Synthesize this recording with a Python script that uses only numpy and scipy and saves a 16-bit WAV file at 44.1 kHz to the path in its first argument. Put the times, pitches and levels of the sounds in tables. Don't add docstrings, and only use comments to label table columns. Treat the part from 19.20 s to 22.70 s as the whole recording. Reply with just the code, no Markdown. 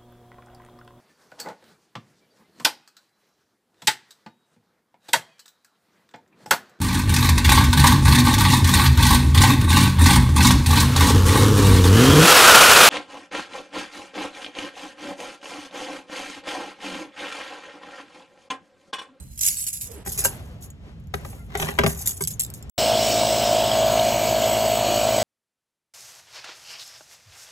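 import sys
import numpy as np
from scipy import signal
from scipy.fft import rfft, irfft, next_fast_len
from scipy.io import wavfile
from scipy.ndimage import map_coordinates

SR = 44100
rng = np.random.default_rng(int(sys.argv[2]) if len(sys.argv) > 2 else 0)


def transcribe(u):
    v = np.clip(np.atleast_2d(u).T, -1, 1)
    q = np.round(v * 32767).astype(np.int16)
    wavfile.write(sys.argv[1], SR, q)


def rack_gain(trim_db):
    fader = np.asarray(trim_db, float)
    return 10 ** (fader / 20)


N = 154350
T = np.arange(N) / SR

# start_s, rise_s, fall_of_20_db_s, level_db
BUNCH_RATTLES = [(0, .001, 0.27, -51.5), (.09, .04, 0.9, -52.5), (.175, 0.0034, 0.2, -38.5),
                 (0.206, 0.0045, 0.036, -24.5), (0.222, 0.045, 0.065, -17.5), (.3, 0.035, 0.09, -35),
                 (.368, .01, 0.15, -30), (.464, 0.0097, 0.04, -25.5), (.528, 0.0024, 0.1, -31.5),
                 (0.606, 0.0074, 0.1041, -32), (.712, 0.0037, 0.08, -47.5), (.848, 0.046, 0.0624, -32),
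                 (.917, 0.0065, 0.0963, -32), (0.974, 0.014, 0.0578, -24.5), (1.039, 0.008, 0.0339, -14.5),
                 (1.07, 0.0093, 0.15, -41.5), (1.25, 0.0034, 0.12, -60), (1.406, 0.035, 0.0353, -42),
                 (1.936, 0.0012, 0.1, -44.5), (2.044, 0.0013, 0.21, -45.5), (2.37, 0.016, 0.2, -33),
                 (2.66, 0.0051, 0.13, -28.5), (2.768, 0.049, 0.06, -33.5), (2.858, .003, .095, -25),
                 (2.967, 0.0043, 0.03, -40.5), (3.005, 0.0047, 0.05, -29.5), (3.071, .003, 0.022, -25.5),
                 (3.098, 0.013, 0.04, -34), (3.194, 0.0017, 0.06, -27.5), (3.338, 0.0018, 0.06, -40.5)]
# start_s, peak_db, pitch_hz
KEY_CLINKS = [(0.176, -27.5, 6300), (0.192, -17, 6630), (0.2107, -11.5, 7860), (0.2338, -10, 7400),
              (0.2638, -5, 7550), (0.2844, -7, 7560), (0.3705, -17.5, 8060), (0.4266, -18, 8170),
              (0.4401, -17.5, 8150), (0.4667, -14.5, 8140), (0.4748, -13.5, 8100), (0.5297, -18.5, 6730),
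              (0.6115, -22, 7000), (0.6294, -26, 8000), (0.7151, -30, 8160), (0.852, -31, 8130),
              (0.8736, -23.5, 7930), (0.8929, -23, 7500), (0.9203, -20.5, 6470), (0.9766, -19, 5980),
              (0.9863, -16, 6900), (1.0014, -19, 7020), (1.0544, -3.5, 7470), (1.4247, -29.5, 6950),
              (1.5029, -33, 6730), (1.7988, -54, 7070), (1.8394, -56, 6490), (1.8711, -47.5, 6960),
              (2.374, -21, 7400), (2.4019, -17, 6200), (2.5506, -37.5, 7100), (2.7738, -27, 6690),
              (2.7911, -25.5, 8410), (2.8137, -24, 8200), (2.8589, -13.5, 7400), (2.8652, -15, 7110),
              (2.8737, -5.5, 7080), (2.893, -15, 7570), (2.9091, -18, 6750), (2.9185, -21.5, 7750),
              (2.9677, -26, 8160), (3.0071, -19, 8200), (3.023, -13, 7750), (3.038, -11, 7800),
              (3.05, -17, 8000), (3.0738, -12.5, 7530), (3.1067, -24, 7040), (3.1134, -22, 7400),
              (3.1363, -26, 7000), (3.1957, -9, 7230), (3.2016, -10, 7660), (3.2089, -9.5, 7510),
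              (3.2193, -19, 7750), (3.2359, -16, 7880), (3.2484, -19, 7270), (3.264, -30, 7500),
              (3.3015, -25, 8310), (3.3386, -21.5, 8290), (3.4258, -29, 7300), (3.4964, -25.5, 7480)]
# start_s, pitch_hz, level_db, t60_s
KEY_RINGS = [
    (0, 4090, -57.5, 0.79),
    (0, 8180, -39, 0.12),
    (0.177, 10550, -32.5, 0.58),
    (.37, 8050, -31.5, 0.68),
    (.475, 6800, -38, 0.38),
    (.53, 11070, -31, 0.38),
    (.977, 2435, -31, 0.12),
    (2.939, 8210, -47, 0.48),
]
# freq_hz, level_db
KEY_CRACK = [(900, -46), (2600, -15.5), (5200, -11.5), (7700, -4.5), (12600, -4), (13600, -15),
             (15500, -13.5)]
# start_s, peak_db, door_thud_over_it_db, struck_part_pitch_hz
LOCK_BLOWS = [(.861, -29, -5, 1380), (.871, -24.5, 3, 397), (.985, -31.5, 5, 393), (1.049, -13, -18.5, 880),
              (1.053, -12.5, -16.5, 546), (1.69, -45.5, 3, 780), (1.939, -11.5, -9, 710),
              (2.048, -24.5, -18, 1200), (2.128, -34, -6.5, 2700), (2.302, -37, -21, 4140),
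              (2.319, -33, -7, 2650), (2.351, -12.5, -21.5, 1104), (2.397, -15, -7, 3180),
              (2.423, -14, -14, 1650), (2.469, -20, -6, 910), (2.486, -13, -12, 1970),
              (2.578, -25.5, -7, 980), (2.587, -2, -12, 959), (2.59, -8.5, 0.7, 667),
              (2.635, -8.5, -12, 1140), (2.64, -10, 0.8, 410), (2.662, -5, -5.2, 658),
              (3.007, -22, -1, 870)]
# freq_hz, level_db, t60_s
LOCK_MODES = [(396, -4, 0.13), (550, -5.5, 0.096), (646.4, -3, 0.057), (799, 0, 0.054), (967, -2, 0.057),
              (1169, -3.5, 0.049), (1591, -8.5, 0.089), (1921, -4, 0.049), (2098, 1.5, 0.025)]
# freq_hz, level_db, t60_s
DOOR_MODES = [(74.3, -1, .2), (125.6, -1, 0.15), (158.4, 0.5, 0.25), (235.5, -1.5, 0.098),
              (401.8, -4.5, 0.12)]
# freq_hz, level_db
LOCK_SNAP = [(300, -10), (850, 0.5), (2200, -0.5), (4500, -11), (12000, -21), (15600, -24)]
# time_s, level_db
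LOCK_SLIDES = [
    [(.84, -54), (.87, -43.5), (.95, -52.5), (1.0, -38), (1.2, -51.5)],
    [(2.29, -59), (2.35, -37), (2.39, -35), (2.43, -23), (2.46, -37.5), (2.49, -32.5), (2.57, -50)],
    [(2.59, -32), (2.68, -31), (2.76, -46.5), (2.93, -46), (2.95, -70)],
]
# time_s, pitch_hz, level_db
PLUG_SQUEAK = [
    (2.15, 703, -74),
    (2.2, 696, -60.5),
    (2.252, 696, -70),
]
# multiple, level_db
SQUEAK_HARMONICS = [(1, 3), (2, 3.5), (3, 1)]
# start_s, length_s, from_hz, to_hz, level_db
HAND_RUBS = [
    (.67, .1, 521, 450, -48),
    (.7, .13, 438, 369, -51),
    (.76, .08, 300, 340, -53),
    (1.137, 0.054, 661, 600, -51),
    (1.292, 0.17, 624, 702, -54),
]
# freq_hz, t60_s
HALL_DECAY = [(200, 0.29), (3000, .22), (10000, 0.14)]
# freq_hz, lead_half_turns
LEAD_HAND = [(0, 0), (2500, 0), (4000, 1), (6200, 3), (9400, 5), (12200, 6), (17600, 8)]
# freq_hz, lead_half_turns
LEAD_LOCK = [(0, 0), (3000, -1), (4200, -.8), (6300, 0), (9500, 1), (12200, 2), (17600, 4)]
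# freq_hz, difference_db
TILT_HAND = [(1000, -1.5), (8000, -4.5), (9500, -0.5)]
# freq_hz, difference_db
TILT_LOCK = [(200, -0.5), (350, -2.5), (800, 2), (4000, 3), (9500, -0.5)]
# freq_hz, likeness_0_to_1
PORT_LIKENESS = [(150, 0.92), (400, 0.71), (1500, 0.52), (5000, 0.51), (7500, 0.85), (9200, 0.99)]
# time_s, level_db
HUM_LEVEL = [(0, -39.5), (.5, -48.5), (.95, -39.5), (1.6, -41), (2.5, -36.5), (3.1, -40.5), (3.5, -36.5)]
# freq_hz, level_db
HUM_COLOUR = [(22, -31), (41, -5), (65, 2.5), (130, -2.5), (200, -9), (320, -24.5)]
# time_s, level_db
STIR_LEVEL = [(0, -59), (.55, -70), (.72, -50.5), (.84, -52), (1.3, -47.5), (1.55, -57), (1.69, -54),
              (1.85, -61), (2.1, -51.5), (2.75, -53), (3.1, -57), (3.5, -53)]
# freq_hz, level_db
STIR_COLOUR = [(200, -1.5), (420, -0.5), (1300, -12.5), (3000, -17), (12000, -33.5)]
# freq_hz, level_db
HISS_COLOUR = [(1200, 0), (3000, 6.5), (6000, -15), (12000, -29.5)]

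KEY_LOW_HZ, KEY_HIGH_HZ, KEY_T60_S = 2299.6, 14510, 0.03
KEY_CONTACTS_PER_S, KEY_SPREAD_DB, KEY_CRACK_S = 1400, 3.2, 0.005
KEY_RING_DB, CLINK_DB, CLINK_NOTE_DB, CLINK_NOTE_T60_S = -10.5, 0, -10.5, 0.045
BLOW_SNAP_S, BLOW_DB, DOOR_RISE_S = 0.028, -6, 0.008
BLOW_NOTE_DB, BLOW_NOTE_CYCLES = -2.5, 25
SLIPS_PER_S, SLIDE_DB, SLIDE_DOOR_DB = 500, -1.5, -22
HALL_DB, HISS_DB = -15.5, -71
TO_LOCK_S = 0.842
DIP_WIDTH_S, DIP_DB = 0.008, -11
TOP_HZ = 16100


def unit(x):
    return x / np.sqrt(np.mean(x ** 2) + 1e-20)


def along(points, hz):
    f, v = np.transpose(points)
    return np.interp(np.log(hz + 1), np.log(f + 1), v)


def level(*tables):
    return sum(rack_gain(np.interp(T, *np.transpose(rows), left=-200, right=-200)) for rows in tables)


def wobble(rate):
    knots = rng.standard_normal(int(N * rate / SR) + 4)
    return map_coordinates(knots, [T * rate])


def filtered(x, response):
    m = next_fast_len(x.shape[-1] + 8192)
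    spectrum = rfft(x, m) * response(np.fft.rfftfreq(m, 1 / SR))
    return irfft(spectrum, m)[..., :x.shape[-1]]


def colour(x, points):
    closed = [(points[0][0] / 2, -90), *points, (points[-1][0] * 1.1, -90)]
    return filtered(x, lambda hz: rack_gain(along(closed, hz)))


def add(track, s, sound):
    track[round(s * SR):][:len(sound)] += sound


def ring(modes, scatter_db, rise_s=0.0012):
    t = T[:SR // 8]
    hz, db, t60 = np.transpose(modes)[..., None]
    chance = rng.standard_normal((len(hz), 2))
    decay = rack_gain(db + scatter_db * chance[:, :1] - 60 * t / t60)
    waves = decay * np.sin(2 * np.pi * hz * (1 + 0.015 * chance[:, 1:]) * t)
    return waves.sum(0) * (1 - np.exp(-t / rise_s)) * np.sqrt(1 - t / t[-1])


def puff(t60, points, rise_s):
    t = T[:SR // 8]
    noise = unit(colour(rng.standard_normal(len(t)), points))
    return noise * rack_gain(-60 * t / t60) * np.minimum(t / rise_s, 1)


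def contacts(rate, spread_db, gain, strike, count):
    happens = rng.random((count, N)) < rate / SR / count
    hits = happens * rack_gain(spread_db * np.minimum(rng.exponential(size=(count, N)), 2.5))
    bodies = np.array([strike() for _ in range(count)])
    size = np.sqrt(np.mean(hits ** 2, 1) @ np.sum(bodies ** 2, 1))
    return signal.fftconvolve(hits * gain, bodies, axes=1).sum(0)[:N] / size


def keys():
    out = np.zeros(N + SR)
    shake = np.zeros(N)
    for s, rise, fall, db in BUNCH_RATTLES:
        swell = np.clip((T - s) / rise, 0, 1) ** 0.69
        fallen = (np.clip(T - s - rise, 0, None) / fall) ** 1.34
        shake += swell * rack_gain(db - 20 * fallen)
    for s, db, hz in KEY_CLINKS:
        strike = key_strike()
        note = rack_gain(CLINK_NOTE_DB) * ring([(hz, 0, CLINK_NOTE_T60_S)], scatter_db=2, rise_s=0.00044)
        add(out, s, rack_gain(db + CLINK_DB) * (strike / np.abs(strike).max() + note))
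    t = T[:SR]
    for s, hz, db, t60 in KEY_RINGS:
        decay = rack_gain(db - 60 * t / t60 + 5.1 * wobble(60)[:SR])
        add(out, s, decay * np.sin(2 * np.pi * hz * t))
    shake = shake * rack_gain(1.3 * wobble(80))
    return out[:N] + contacts(KEY_CONTACTS_PER_S, KEY_SPREAD_DB, shake, key_strike, count=17)


def key_strike():
    place, life = rng.random((2, 5))
    hz = KEY_LOW_HZ * (KEY_HIGH_HZ / KEY_LOW_HZ) ** np.sqrt(place)
    t60 = KEY_T60_S * (0.28 + 2 * life ** 2)
    modes = np.transpose([hz, along(KEY_CRACK, hz), t60])
    return puff(KEY_CRACK_S, KEY_CRACK, rise_s=0.0004) + rack_gain(KEY_RING_DB) * ring(modes, scatter_db=5)


def lock():
    slides = contacts(SLIPS_PER_S, 3.7, level(*LOCK_SLIDES), lock_slip, count=9)
    return lock_blows() + rack_gain(SLIDE_DB) * slides + plug_squeak()


def lock_blows():
    out = np.zeros(N + SR)
    for s, db, thud_db, hz in LOCK_BLOWS:
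        metal = 0.35 * ring(LOCK_MODES, scatter_db=5.0)
        metal += ring([(hz, BLOW_NOTE_DB, BLOW_NOTE_CYCLES / hz)], scatter_db=1.0)
        metal += puff(BLOW_SNAP_S, LOCK_SNAP, rise_s=0.0017)
        thud = rack_gain(thud_db) * ring(DOOR_MODES, scatter_db=2.0, rise_s=DOOR_RISE_S)
        add(out, s, rack_gain(db + BLOW_DB) * (metal + thud))
    return out[:N]


def lock_slip():
    metal = 0.075 * ring(LOCK_MODES, scatter_db=5) + puff(0.008, LOCK_SNAP, rise_s=0.001)
    return metal + rack_gain(SLIDE_DOOR_DB) * ring(DOOR_MODES, scatter_db=1.0, rise_s=0.0046)


def plug_squeak():
    s, hz, db = np.transpose(PLUG_SQUEAK)
    phase = 2 * np.pi * np.cumsum(np.interp(T, s, hz) * (1 + 0.012 * wobble(65))) / SR
    tones = sum(rack_gain(g + 3.0 * wobble(37.1)) * np.sin(k * phase) for k, g in SQUEAK_HARMONICS)
    return level(np.transpose([s, db])) * tones


def rubs():
    out = np.zeros(N + SR)
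    for s, length, from_hz, to_hz, db in HAND_RUBS:
        u = np.linspace(0, 1, round(length * SR))
        hz = (from_hz + (to_hz - from_hz) * u) * (1 + 0.04 * wobble(60)[:len(u)])
        swell = rack_gain(db + 4.7 * wobble(45)[:len(u)]) * np.sin(np.pi * u)
        add(out, s, swell * np.sin(2 * np.pi * np.cumsum(hz) / SR))
    return out[:N]


def hall(x, t60s, fresh_s=0.35, length_s=0.33):
    out, step = np.zeros(N + SR), round(fresh_s * SR)
    for at in range(0, N, step):
        hz, t, z = signal.stft(rng.standard_normal(round(length_s * SR)), SR, nperseg=256)
        decay = rack_gain(-60 * t / along(t60s, hz)[:, None])
        tail = signal.istft(z * decay, SR, nperseg=256)[1]
        add(out, at / SR, signal.fftconvolve(x[at:at + step], tail / np.linalg.norm(tail)))
    return out[:N]


def ports(a, b, lead, tilt):
    def blend(hz):
        return np.arccos(np.clip(along(PORT_LIKENESS, hz), -1, 1)) / 2

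    def side(sign):
        def path(hz):
            half_turns = np.interp(hz, *np.transpose(lead))
            return rack_gain(sign * along(tilt, hz) / 2) * np.exp(-0.5j * np.pi * sign * half_turns)

        shared = filtered(a, lambda hz: path(hz) * np.cos(blend(hz)))
        return shared + sign * filtered(b, lambda hz: path(hz) * np.sin(blend(hz)))

    return np.array([side(1.0), side(-1.048)])


def background():
    def noise(points):
        return unit(colour(rng.standard_normal((2, N)), points))

    hum = level(HUM_LEVEL) * rack_gain(1.0 * wobble(12)) * noise(HUM_COLOUR)
    stir = level(STIR_LEVEL) * rack_gain(2 * wobble(20) + 1.8 * wobble(7)) * noise(STIR_COLOUR)
    return hum + stir + rack_gain(HISS_DB) * noise(HISS_COLOUR)


def scene():
    near = keys() + lock() + rubs()
    near = near + rack_gain(HALL_DB) * hall(near, HALL_DECAY)
    close_reflections = hall(near, [(300, 0.046), (8000, 0.014)], fresh_s=0.06, length_s=0.05)
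    a, b = np.array([near, close_reflections]) + background()
    early = T < TO_LOCK_S
    at_hand = ports(a * early, b * early, LEAD_HAND, TILT_HAND)
    at_lock = ports(a * ~early, b * ~early, LEAD_LOCK, TILT_LOCK)
    return at_hand + at_lock


def top_cut(x):
    return signal.sosfilt(signal.butter(12, 16120, fs=SR, output="sos"), x)


def record(dry):
    dip = rack_gain(DIP_DB * np.exp(-((T - TO_LOCK_S) / DIP_WIDTH_S) ** 2))
    mix = filtered(dry * dip, lambda hz: hz < TOP_HZ)
    return top_cut(mix)


dry = scene()
out = record(dry)
transcribe(out)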